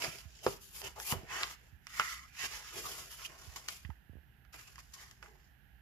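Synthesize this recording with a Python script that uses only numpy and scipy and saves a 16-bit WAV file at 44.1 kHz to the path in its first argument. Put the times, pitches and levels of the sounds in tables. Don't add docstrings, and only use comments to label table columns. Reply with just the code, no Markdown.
import sys
import numpy as np
from scipy import signal
from scipy.fft import rfft, irfft
from scipy.io import wavfile
from scipy.ndimage import uniform_filter1d

SR = 44100
rng = np.random.default_rng(int(sys.argv[2]) if len(sys.argv) > 2 else 0)


def unload_wav(signal):
    wavfile.write(
        sys.argv[1],
        SR,
        np.round(np.clip(np.atleast_2d(signal).T, -1, 1) * 32767).astype(np.int16),
    )


N = 256397

# frequency in Hz, relative density in dB.
RUMBLE_DB = [(30, -11), (60, 3.5), (95, -15.5), (125, -7), (250, -21.5), (560, -35.5), (800, -26.5),
             (1100, -42), (1650, -24), (2250, -35), (2850, -29.5), (3700, -38.5), (8600, -50.5),
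             (12000, -36)]
# frequency in Hz, pan in dB. Pan is left minus right throughout.
RUMBLE_PAN_DB = [(60, -5.5), (180, -5.5), (550, -8), (1650, -20), (4970, -3.5), (15000, -5)]
# frequency in Hz, left-right correlation.
RUMBLE_CORRELATION = [(60, 0.76), (400, 0.39), (1600, 0.21), (5000, 0.045)]
# start, attack, hold and release in seconds, hiss in dB,
# then loose-sheet flutter, hollow body of the curl and edge fizz in dB re hiss.
SHEET_SLIDES = [ (0.0, 0.00081, 0.082, 0.17, -42, 9, 3, -2), (.1, 0.037, 0.077, 0.041, -50, -12, -2, -1.5),
                (0.22, 0.15, 0.077, 0.054, -56, 2, -10, -8),
                (0.412, 0.053, 0.062, 0.061, -43.5, 13.5, 0, 0), (0.585, 0.036, 0.04, 0.32, -55, -7, -7, 4),
                (0.695, 0.076, 0.045, 0.015, -47.5, 0, 2.5, 5.5),
                (0.8, 0.06, 0.022, 0.055, -45, 13.5, 6, -2.5), (0.952, 0.014, 0.015, 0.064, -54, 21, 9, -3),
                (0.98, 0.026, 0.029, 0.06, -47, -3, -4, 5), (1.02, 0.099, 0.0032, 0.028, -34, 0, 0.5, 5.5),
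                (1.11, 0.0038, 0.018, 0.21, -51.5, 25, 8.5, -15),
                (1.255, 0.12, 0.057, 0.039, -41.5, 10.5, 14.5, -5.5),
                (1.42, 0.026, 0.093, 0.027, -46.5, 4.5, 8.5, -2.5),
                (1.56, 0.061, 0.054, 0.16, -68, 12.5, 5, -2), (1.86, 0.15, 0.12, 0.15, -41, -8, 0.5, -3.5),
                (2.335, 0.098, 0.028, 0.058, -38, -6.5, 3, -5),
                (2.47, 0.07, 0.023, 0.13, -41.5, 1.5, 8.5, -3.5),
                (2.61, 0.039, 0.088, 0.11, -48.5, -13, 9.5, -4.5),
                (2.715, 0.058, 0.022, 0.085, -43, 9, 4, 1), (2.79, 0.053, 0.038, 0.09, -42, 7, 3, 0),
                (2.86, 0.034, 0.1, 0.22, -43.5, 7.5, 4.5, 1), (3.085, 0.034, 0.015, 0.17, -48, -9, 2.5, 3),
                (3.175, 0.02, 0.048, 0.024, -51.5, 1, 12, -3),
                (3.205, 0.054, 0.0025, 0.018, -41, -10, -1, -1.5),
                (3.262, 0.028, 0.059, 0.1, -55.5, 13, 11.5, -4.5),
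                (3.36, 0.041, 0.27, 0.025, -52.5, 7, 6, -2),
                (3.671, 0.022, 0.041, 0.13, -46.5, -1, -9, 0.5),
                (4.523, 0.0096, 0.067, 0.25, -54.5, 0.5, 4, 0.5),
                (4.68, 0.03, 0.37, 0.092, -63, 0.5, -1, -1.5),
                (4.92, 0.081, 0.031, 0.18, -51.5, 1, 11.5, -4),
                (5.221, 0.0043, 0.021, 0.25, -62, 17, 16, -2.5),
                (5.3, 0.15, 0.028, 0.041, -69.5, -4, 2, -19)]
# start in seconds, hiss in dB, flutter and body in dB re hiss.
PAPER_SCUFFS = [(0.016, -32.5, -11, 1.5), (0.035, -34.5, 12, 2.5), (2.343, -54, -13.5, -3),
                (2.433, -43.5, 16.5, 14), (2.765, -46, 17.5, -3), (3.557, -38, 1, 2.5),
                (3.679, -38.5, 4, -2), (4.536, -49.5, 16.5, 6), (4.584, -51, -2, 4), (4.669, -50, -3, 2),
                (4.784, -51, 3.5, 8.5), (4.933, -42.5, -21, 0)]
# time in seconds, lower and upper resonance in Hz, lift in dB.
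AIR_POCKET = [(.05, 1530, 2430, 8), (0.861, 960, 2700, -0.5), (.97, 774, 1210, 9.5), (1.12, 900, 3000, 5.5),
              (1.318, 1870, 3020, 7), (1.5, 1920, 3080, -1), (1.92, 1369, 1960, 15.5),
              (2.25, 1246, 2040, 19.5), (2.42, 1910, 2850, 8), (2.55, 1270, 1940, -2),
              (2.869, 1237, 2900, 0), (3.241, 1630, 3000, 4.5), (3.33, 920, 2740, -3),
              (3.64, 1010, 2700, -2), (3.69, 1265, 2330, 14), (4.6, 1400, 2510, 9), (5.25, 1420, 2600, -15)]
# frequency in Hz, rms level spread in dB.
PATCHINESS_DB = [(500, 3.0), (2000, 2.4), (4500, 1.4), (12000, .9)]
# frequency in Hz, left-right correlation.
RUSTLE_CORRELATION = [(300, 0.62), (1000, 1), (2500, 0.09), (12000, 0.18)]
# time in seconds, pan in dB.
SHEET_PAN_DB = [(0, 1), (.6, 5), (1.099, 5), (2.052, 3.5), (2.452, 1.5), (2.901, 3.5), (3.3, 2.5),
                (3.698, 3.5)]
# start in seconds, level in dB, pitch in Hz, relative scrape gain in dB, pan in dB.
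CORNER_TAPS = [(0.023, -37, 2520, 0, 8), (.046, -30, 2300, 0, -2), (2.351, -43.5, 2060, -11, 0),
               (3.26, -39, 2820, -5, 2), (3.5604, -42, 970, 7, -4), (3.6858, -26, 2300, 4.5, 9.5),
               (3.849, -42, 1880, -25, -8), (3.902, -40, 875, -8, -6.5), (4.45, -57, 1440, -1, -10),
               (4.5419, -46.5, 1480, -15, -11), (4.781, -42, 1100, -1, -1),
               (5.227, -40.5, 1460, -2.5, -6.5), (5.26, -45, 1420, -13, -3)]
# start in seconds, level in dB, pitch in Hz, pan in dB.
PAGE_FLAPS = [(0.0521, -26.5, 607, 10.5), (0.0782, -25.5, 177, 8), (0.4652, -3.5, 468, 2),
              (0.4695, -15.5, 333, 4), (0.484, -24, 193, -2), (1.124, -14.5, 173, -4),
              (1.1365, -22.5, 510, -5), (1.233, -28, 192, 0), (1.998, -20.5, 440, 4), (4.5474, -40, 554, 2)]
# start in seconds, right-port peak in dB, cut-off in Hz.
FINGER_BUMPS = [(0.253, -41, 150), (1.147, -35.5, 125), (1.168, -36, 162), (1.725, -44, 132),
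                (3.472, -40, 111), (3.848, -35.5, 171), (3.892, -33, 229), (4.095, -41, 308),
                (4.133, -46, 560), (4.154, -42, 398), (4.169, -45.5, 600), (4.185, -49.5, 543)]
# start in seconds, level in dB, pitch in Hz, relative crack gain in dB, crack top in Hz,
# pan in dB.
SHEET_SNAPS = [(.391, -52, 2930, 9.5, 5030, 3), (0.4775, -38, 2390, 1, 6600, -5),
               (.817, -35, 790, 1.5, 7050, -3.5), (1.0, -41.5, 2740, 11, 7000, 2),
               (1.1229, -22.5, 910, 0.5, 4850, 7), (1.4332, -25, 1380, 10.5, 5180, 3.5),
               (1.869, -38.5, 1940, 4, 10950, -4.5), (1.9972, -12.5, 1390, -5, 4700, -1),
               (4.7575, -43, 1900, 0.5, 9800, 4), (5.112, -49.5, 5450, 5.5, 11000, 10)]
# centre in seconds, length in seconds, level in dB, pitch in Hz.
EDGE_RASPS = [(0.86, .09, -52.5, 2870), (1.117, 0.023, -43, 2830), (2.429, 0.14, -52.5, 1970),
              (2.798, 0.23, -53, 358), (2.858, 0.061, -48, 1170), (3.254, 0.023, -47, 2740),
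              (5.301, 0.31, -67, 403)]
# frequency in Hz, width in Hz, gain in dB.
BOOK_MODES = [(270, 96, -16), (397, 18, 9), (477, 89, -8), (709, 65, -13), (862, 78, -5.5), (972, 27, 6.5),
              (1176, 59, 4.5), (1348, 26, 7)]
# delay in seconds, left gain, right gain.
NEAR_ECHOES = [(.0052, -0.8, -0.29), (.0072, 0.24, -0.096), (.0083, 0.41, 0.15), (0.02, 0.17, -0.0062)]
# frequency in Hz, 60 dB decay time in seconds.
ROOM_T60_S = [(100, 0.84), (500, 0.12), (2000, 0.55), (6000, 0.31), (14000, 0.34)]
# frequency in Hz, gain in dB.
LEFT_PORT_DB = [(200, -9), (550, -7.5), (1000, 0.5), (1400, -1), (2000, -5.5), (2900, -4), (4000, -2),
                (5500, -2.5), (6300, 1.5), (7200, 4.5), (8600, -9.5), (10000, -4), (12500, -1), (14600, -4)]
RIGHT_PORT_DB = [(200, -6), (850, 2), (1200, 0.5), (1500, 1), (1950, 8.5), (2400, 7), (3000, 8), (4000, -2),
                 (4900, 8.5), (5700, 6), (6600, 2.1), (8100, -27), (9500, 1.4), (10700, 2), (13000, -8.5)]


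def amp(db):
    return 10 ** (np.asarray(db) / 20)


def unit_rms(x):
    return x / np.sqrt(np.mean(x ** 2) + 1e-20)


def at_hz(points, hz):
    knots_hz, values = np.transpose(points)
    return np.interp(np.log(hz + 1), np.log(knots_hz + 1), values)


def pan_gains(pan_db):
    return amp(np.array([[.5], [-.5]]) * pan_db)


def add(mix, start_s, sound):
    part = mix[:, max(round(start_s * SR), 0):][:, :sound.shape[1]]
    part += sound[:, :part.shape[1]]


def butter(x, order, hz, kind="lowpass"):
    return signal.sosfilt(signal.butter(order, hz, kind, fs=SR, output="sos"), x)


def correlated(spectra, correlation):
    same = np.clip(correlation, -1, 1)
    return np.array([spectra[0], same * spectra[0] + np.sqrt(1 - same ** 2) * spectra[1]])


def minimum_phase(response_db, size=2048):
    log_gain = np.log(amp(at_hz(response_db, abs(np.fft.fftfreq(size, 1 / SR)))))
    return np.fft.ifft(np.exp(np.conj(signal.hilbert(log_gain)))).real[:size // 2]


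def rumble(level_db=-62):
    hz = np.fft.rfftfreq(N, 1 / SR)
    white = correlated(rfft(rng.standard_normal((2, N))), at_hz(RUMBLE_CORRELATION, hz))
    noise = irfft(white * amp(at_hz(RUMBLE_DB, hz)) * pan_gains(at_hz(RUMBLE_PAN_DB, hz)), N)
    return amp(level_db) * noise / noise.mean(0).std()


def strokes_db(t, swell_db=24, sag_db_per_s=10.5, fade_db=20.5, scuff_fizz_db=-4.5):
    scuff_shape_s = (0.0057, 0.00416, 0.036)
    scuffs = [(start_s, *scuff_shape_s, *levels_db, scuff_fizz_db)
              for start_s, *levels_db in PAPER_SCUFFS]
    columns = np.transpose(list(SHEET_SLIDES) + scuffs)[:, :, None]
    start_s, attack_s, hold_s, release_s, hiss_db, *colours_db = columns
    since_top_s = t - start_s - attack_s
    swell = swell_db * np.maximum(-since_top_s / attack_s, 0) ** 1.9
    sag = sag_db_per_s * np.clip(since_top_s, 0, hold_s)
    fade = fade_db * np.maximum((since_top_s - hold_s) / release_s, 0) ** 0.87
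    power = amp(hiss_db - np.minimum(swell + sag + fade, 90)) ** 2
    total = power.sum(0)
    ratios = [(power * amp(db) ** 2).sum(0) / total for db in colours_db]
    return 10 * np.log10([total] + ratios)


def effort_db():
    coarse_s = np.arange(0, N, 128) / SR
    return np.interp(np.arange(N) / SR, coarse_s, strokes_db(coarse_s)[0])


def friction(catches_per_s=700, spread_db=2.0, catch_s=0.0015, light_db=-54, firm_db=-44):
    sizes = amp(spread_db * np.minimum(rng.exponential(1, N), 4.5))
    catches = sizes * (rng.random(N) < catches_per_s / SR)
    power = signal.lfilter([1], [1, -np.exp(-1 / (catch_s * SR))], catches ** 2)
    smooth_share = np.interp(effort_db(), [light_db, firm_db], [0.55, 1])
    return np.sqrt(smooth_share + (1 - smooth_share) * power / power.mean())


def air_pocket_db(hz, t, width_octaves=0.15, upper_share=0.91):
    times_s, *curves = np.transpose(AIR_POCKET)
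    lower_hz, upper_hz, lift_db = [np.interp(t, times_s, curve) for curve in curves]
    lower, upper = [np.exp(-.5 * (np.log2((hz[:, None] + 1) / pitch_hz) / width_octaves) ** 2)
                    for pitch_hz in (lower_hz, upper_hz)]
    return lift_db * (lower + upper_share * upper)


def rustle(gain_db=-1, flicker_db=1.46, bass_trim_db=-6, body_trim_db=-6):
    rub = rng.standard_normal((2, N)) * friction()
    hz, t, spectra = signal.stft(rub, SR, nperseg=256, noverlap=192)
    hiss_db, flutter_db, body_db, fizz_db = strokes_db(t)
    body_db, flat_db = body_db + body_trim_db, np.zeros_like(t)
    bands = [(100, flutter_db + bass_trim_db), (300, flutter_db), (680, flutter_db),
             (1100, body_db), (2100, body_db), (3100, flat_db), (7200, flat_db), (10000, fizz_db)]
    bands_hz, bands_db = zip(*bands)
    blend = np.array([np.interp(np.log(hz + 1), np.log(bands_hz), row) for row in np.eye(len(bands))])
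    colour_db = blend.T @ np.array(bands_db) + air_pocket_db(hz, t)
    patches = uniform_filter1d(rng.standard_normal(spectra.shape[1:]), size=36, axis=1)
    patches = unit_rms(uniform_filter1d(patches, size=2, axis=0))
    flicker = unit_rms(uniform_filter1d(rng.standard_normal(len(t)), size=9))
    uneven_db = at_hz(PATCHINESS_DB, hz)[:, None] * patches + flicker_db * flicker
    spectra = correlated(spectra, at_hz(RUSTLE_CORRELATION, hz)[:, None])
    spectra *= amp(gain_db + hiss_db + colour_db + uneven_db)
    sound = signal.istft(spectra, SR, nperseg=256, noverlap=192)[1][:, :N]
    return sound * pan_gains(np.interp(np.arange(N) / SR, *np.transpose(SHEET_PAN_DB)))


def crinkle(max_ticks_per_s=55, gain_db=-12, spread_db=3.0, tick_s=0.00032, still_db=-60, moving_db=-46):
    stroke_db = effort_db()
    firmest_db = stroke_db.max()
    tick_db = gain_db + firmest_db + 0.44 * (stroke_db - firmest_db)
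    sizes = amp(tick_db + spread_db * np.minimum(rng.exponential(1, N), 3))
    motion = np.interp(stroke_db, [still_db, moving_db], [0, 1])
    ticks = sizes * (rng.random(N) < max_ticks_per_s / SR * motion)
    envelope = signal.lfilter([1], [1, -np.exp(-1 / (tick_s * SR))], ticks)
    return butter(envelope * rng.standard_normal((2, N)), 1, 1500, "highpass")


def buckle(hz, decay_cycles, crack_db, crack_top_hz, shiver_db, shiver_s,
           crack_s=0.001, rise_cycles=0.21, click=0, overtone=0):
    t = np.arange(4096) / SR
    cycles = hz * t
    fade = np.exp(-cycles / decay_cycles)
    rise = 1 - np.exp(-cycles / rise_cycles)
    swing = (np.sin(2 * np.pi * cycles) + overtone * fade * np.sin(4 * np.pi * cycles)) * fade * rise
    crease, ripple = rng.standard_normal((2, len(t)))
    burst = crease * np.exp(-t / crack_s) + click * signal.unit_impulse(len(t))
    crack = butter(burst, 2, [900, crack_top_hz], "bandpass")
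    shiver = unit_rms(butter(ripple, 3, [hz / 2, hz * 2], "bandpass")) * np.exp(-t / shiver_s)
    return swing + amp(crack_db) * crack + amp(shiver_db) * shiver


def taps():
    out = np.zeros((2, N))
    for start_s, db, hz, scrape_db, pan_db in CORNER_TAPS:
        tap = buckle(hz, decay_cycles=2.63, crack_db=scrape_db, crack_top_hz=8100,
                     shiver_db=-15.5, shiver_s=0.0072, crack_s=0.00082, rise_cycles=0.67)
        add(out, start_s, amp(db) * pan_gains(pan_db) * tap)
    return out


def flaps():
    out = np.zeros((2, N))
    for start_s, db, hz, pan_db in PAGE_FLAPS:
        flap = buckle(hz, decay_cycles=0.69, crack_db=-18, crack_top_hz=4900,
                      shiver_db=-19, shiver_s=0.0083)
        add(out, start_s, amp(db) * pan_gains(pan_db) * flap)
    return out


def bumps(low_cut_hz=58, case_hz=72, case_width_hz=28, case_gain=12, left_db=-21):
    out = np.zeros((2, N))
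    push = butter(signal.unit_impulse(6000), 4, low_cut_hz, "highpass")
    ring = signal.lfilter(*signal.iirpeak(case_hz, case_hz / case_width_hz, SR), push)
    for start_s, peak_db, cutoff_hz in FINGER_BUMPS:
        thud = butter(push + case_gain * ring, 3, cutoff_hz)
        add(out, start_s, amp([[peak_db + left_db], [peak_db]]) * thud / abs(thud).max())
    return out


def snaps():
    out = np.zeros((2, N))
    for start_s, db, hz, crack_db, top_hz, pan_db in SHEET_SNAPS:
        snap = buckle(hz, decay_cycles=1.77, crack_db=crack_db, crack_top_hz=top_hz,
                      shiver_db=-24, shiver_s=0.023, click=2.5, overtone=0.35)
        add(out, start_s, amp(db) * pan_gains(pan_db) * snap)
    return out


def rasps(q=5.2):
    out, hz = np.zeros((2, N)), np.fft.rfftfreq(SR, 1 / SR)
    for centre_s, length_s, db, pitch_hz in EDGE_RASPS:
        drive = correlated(rfft(rng.standard_normal((2, SR))), at_hz(RUSTLE_CORRELATION, pitch_hz))
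        ring = unit_rms(irfft(drive / (1 + (2 * q * (hz / pitch_hz - 1)) ** 2), SR))
        swell = np.hanning(round(length_s * SR))
        add(out, centre_s - length_s / 2, amp(db) * swell * ring[:, :len(swell)])
    return out


def page_reflection(x, delay_s=0.0026, gain=0.27, sway_s=0.000257, max_sway_hz=1.3):
    t = np.arange(N) / SR
    rates, phases = rng.random((2, 8, 1))
    sway = unit_rms(np.sin(2 * np.pi * (max_sway_hz * rates * t + phases)).sum(0))
    echo = np.array([np.interp(t - delay_s - sway_s * sway, t, side) for side in x])
    return (x + gain * echo) / np.sqrt(1 + gain ** 2)


def book(x):
    for hz, width_hz, db in BOOK_MODES:
        x = x + (amp(db) - 1) * signal.lfilter(*signal.iirpeak(hz, hz / width_hz, SR), x)
    return x


def room(x, echo_top_hz=3000, tail_db=-16, tail_rise_s=0.0056, drift_per_s=2.47, tails=3):
    near = np.zeros((2, SR // 10))
    for delay_s, left, right in NEAR_ECHOES:
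        add(near, delay_s, np.array([[left], [right]]))
    dull = signal.sosfiltfilt(signal.butter(1, echo_top_hz, fs=SR, output="sos"), near)
    out = x + signal.oaconvolve(x, dull, axes=1)[:, :N]
    for k in range(tails):
        hz, t, noise = signal.stft(rng.standard_normal((2, SR // 2)), SR, nperseg=256)
        envelope = amp(-60 * t / at_hz(ROOM_T60_S, hz)[:, None]) * (1 - np.exp(-t / tail_rise_s))
        tail = signal.istft(noise * envelope, SR, nperseg=256)[1]
        tail /= np.linalg.norm(tail[0])
        crossfade = np.sqrt(2 / tails) * np.cos(np.pi * (drift_per_s * np.arange(N) / SR + k / tails))
        out += amp(tail_db) * signal.fftconvolve(x * crossfade, tail, axes=1)[:, :N]
    return out


def ports(x, right_lag_samples=7):
    left = signal.oaconvolve(x[0], minimum_phase(LEFT_PORT_DB))
    right = signal.oaconvolve(x[1], minimum_phase(RIGHT_PORT_DB))
    return np.array([left[:N], np.pad(right, (right_lag_samples, 0))[:N]])


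def scene():
    paper = page_reflection(rustle()) + rasps() + crinkle() + snaps() + taps() + flaps()
    return ports(room(book(paper))) + bumps() + rumble()


def record(dry, low_cut_hz=38, top_hz=14750):
    lean = butter(dry, 4, low_cut_hz, "highpass")
    band_limit = signal.firwin(511, top_hz, window=("kaiser", 9), fs=SR)
    return signal.oaconvolve(lean, band_limit[None], "same")


dry = scene()
out = record(dry)
unload_wav(out)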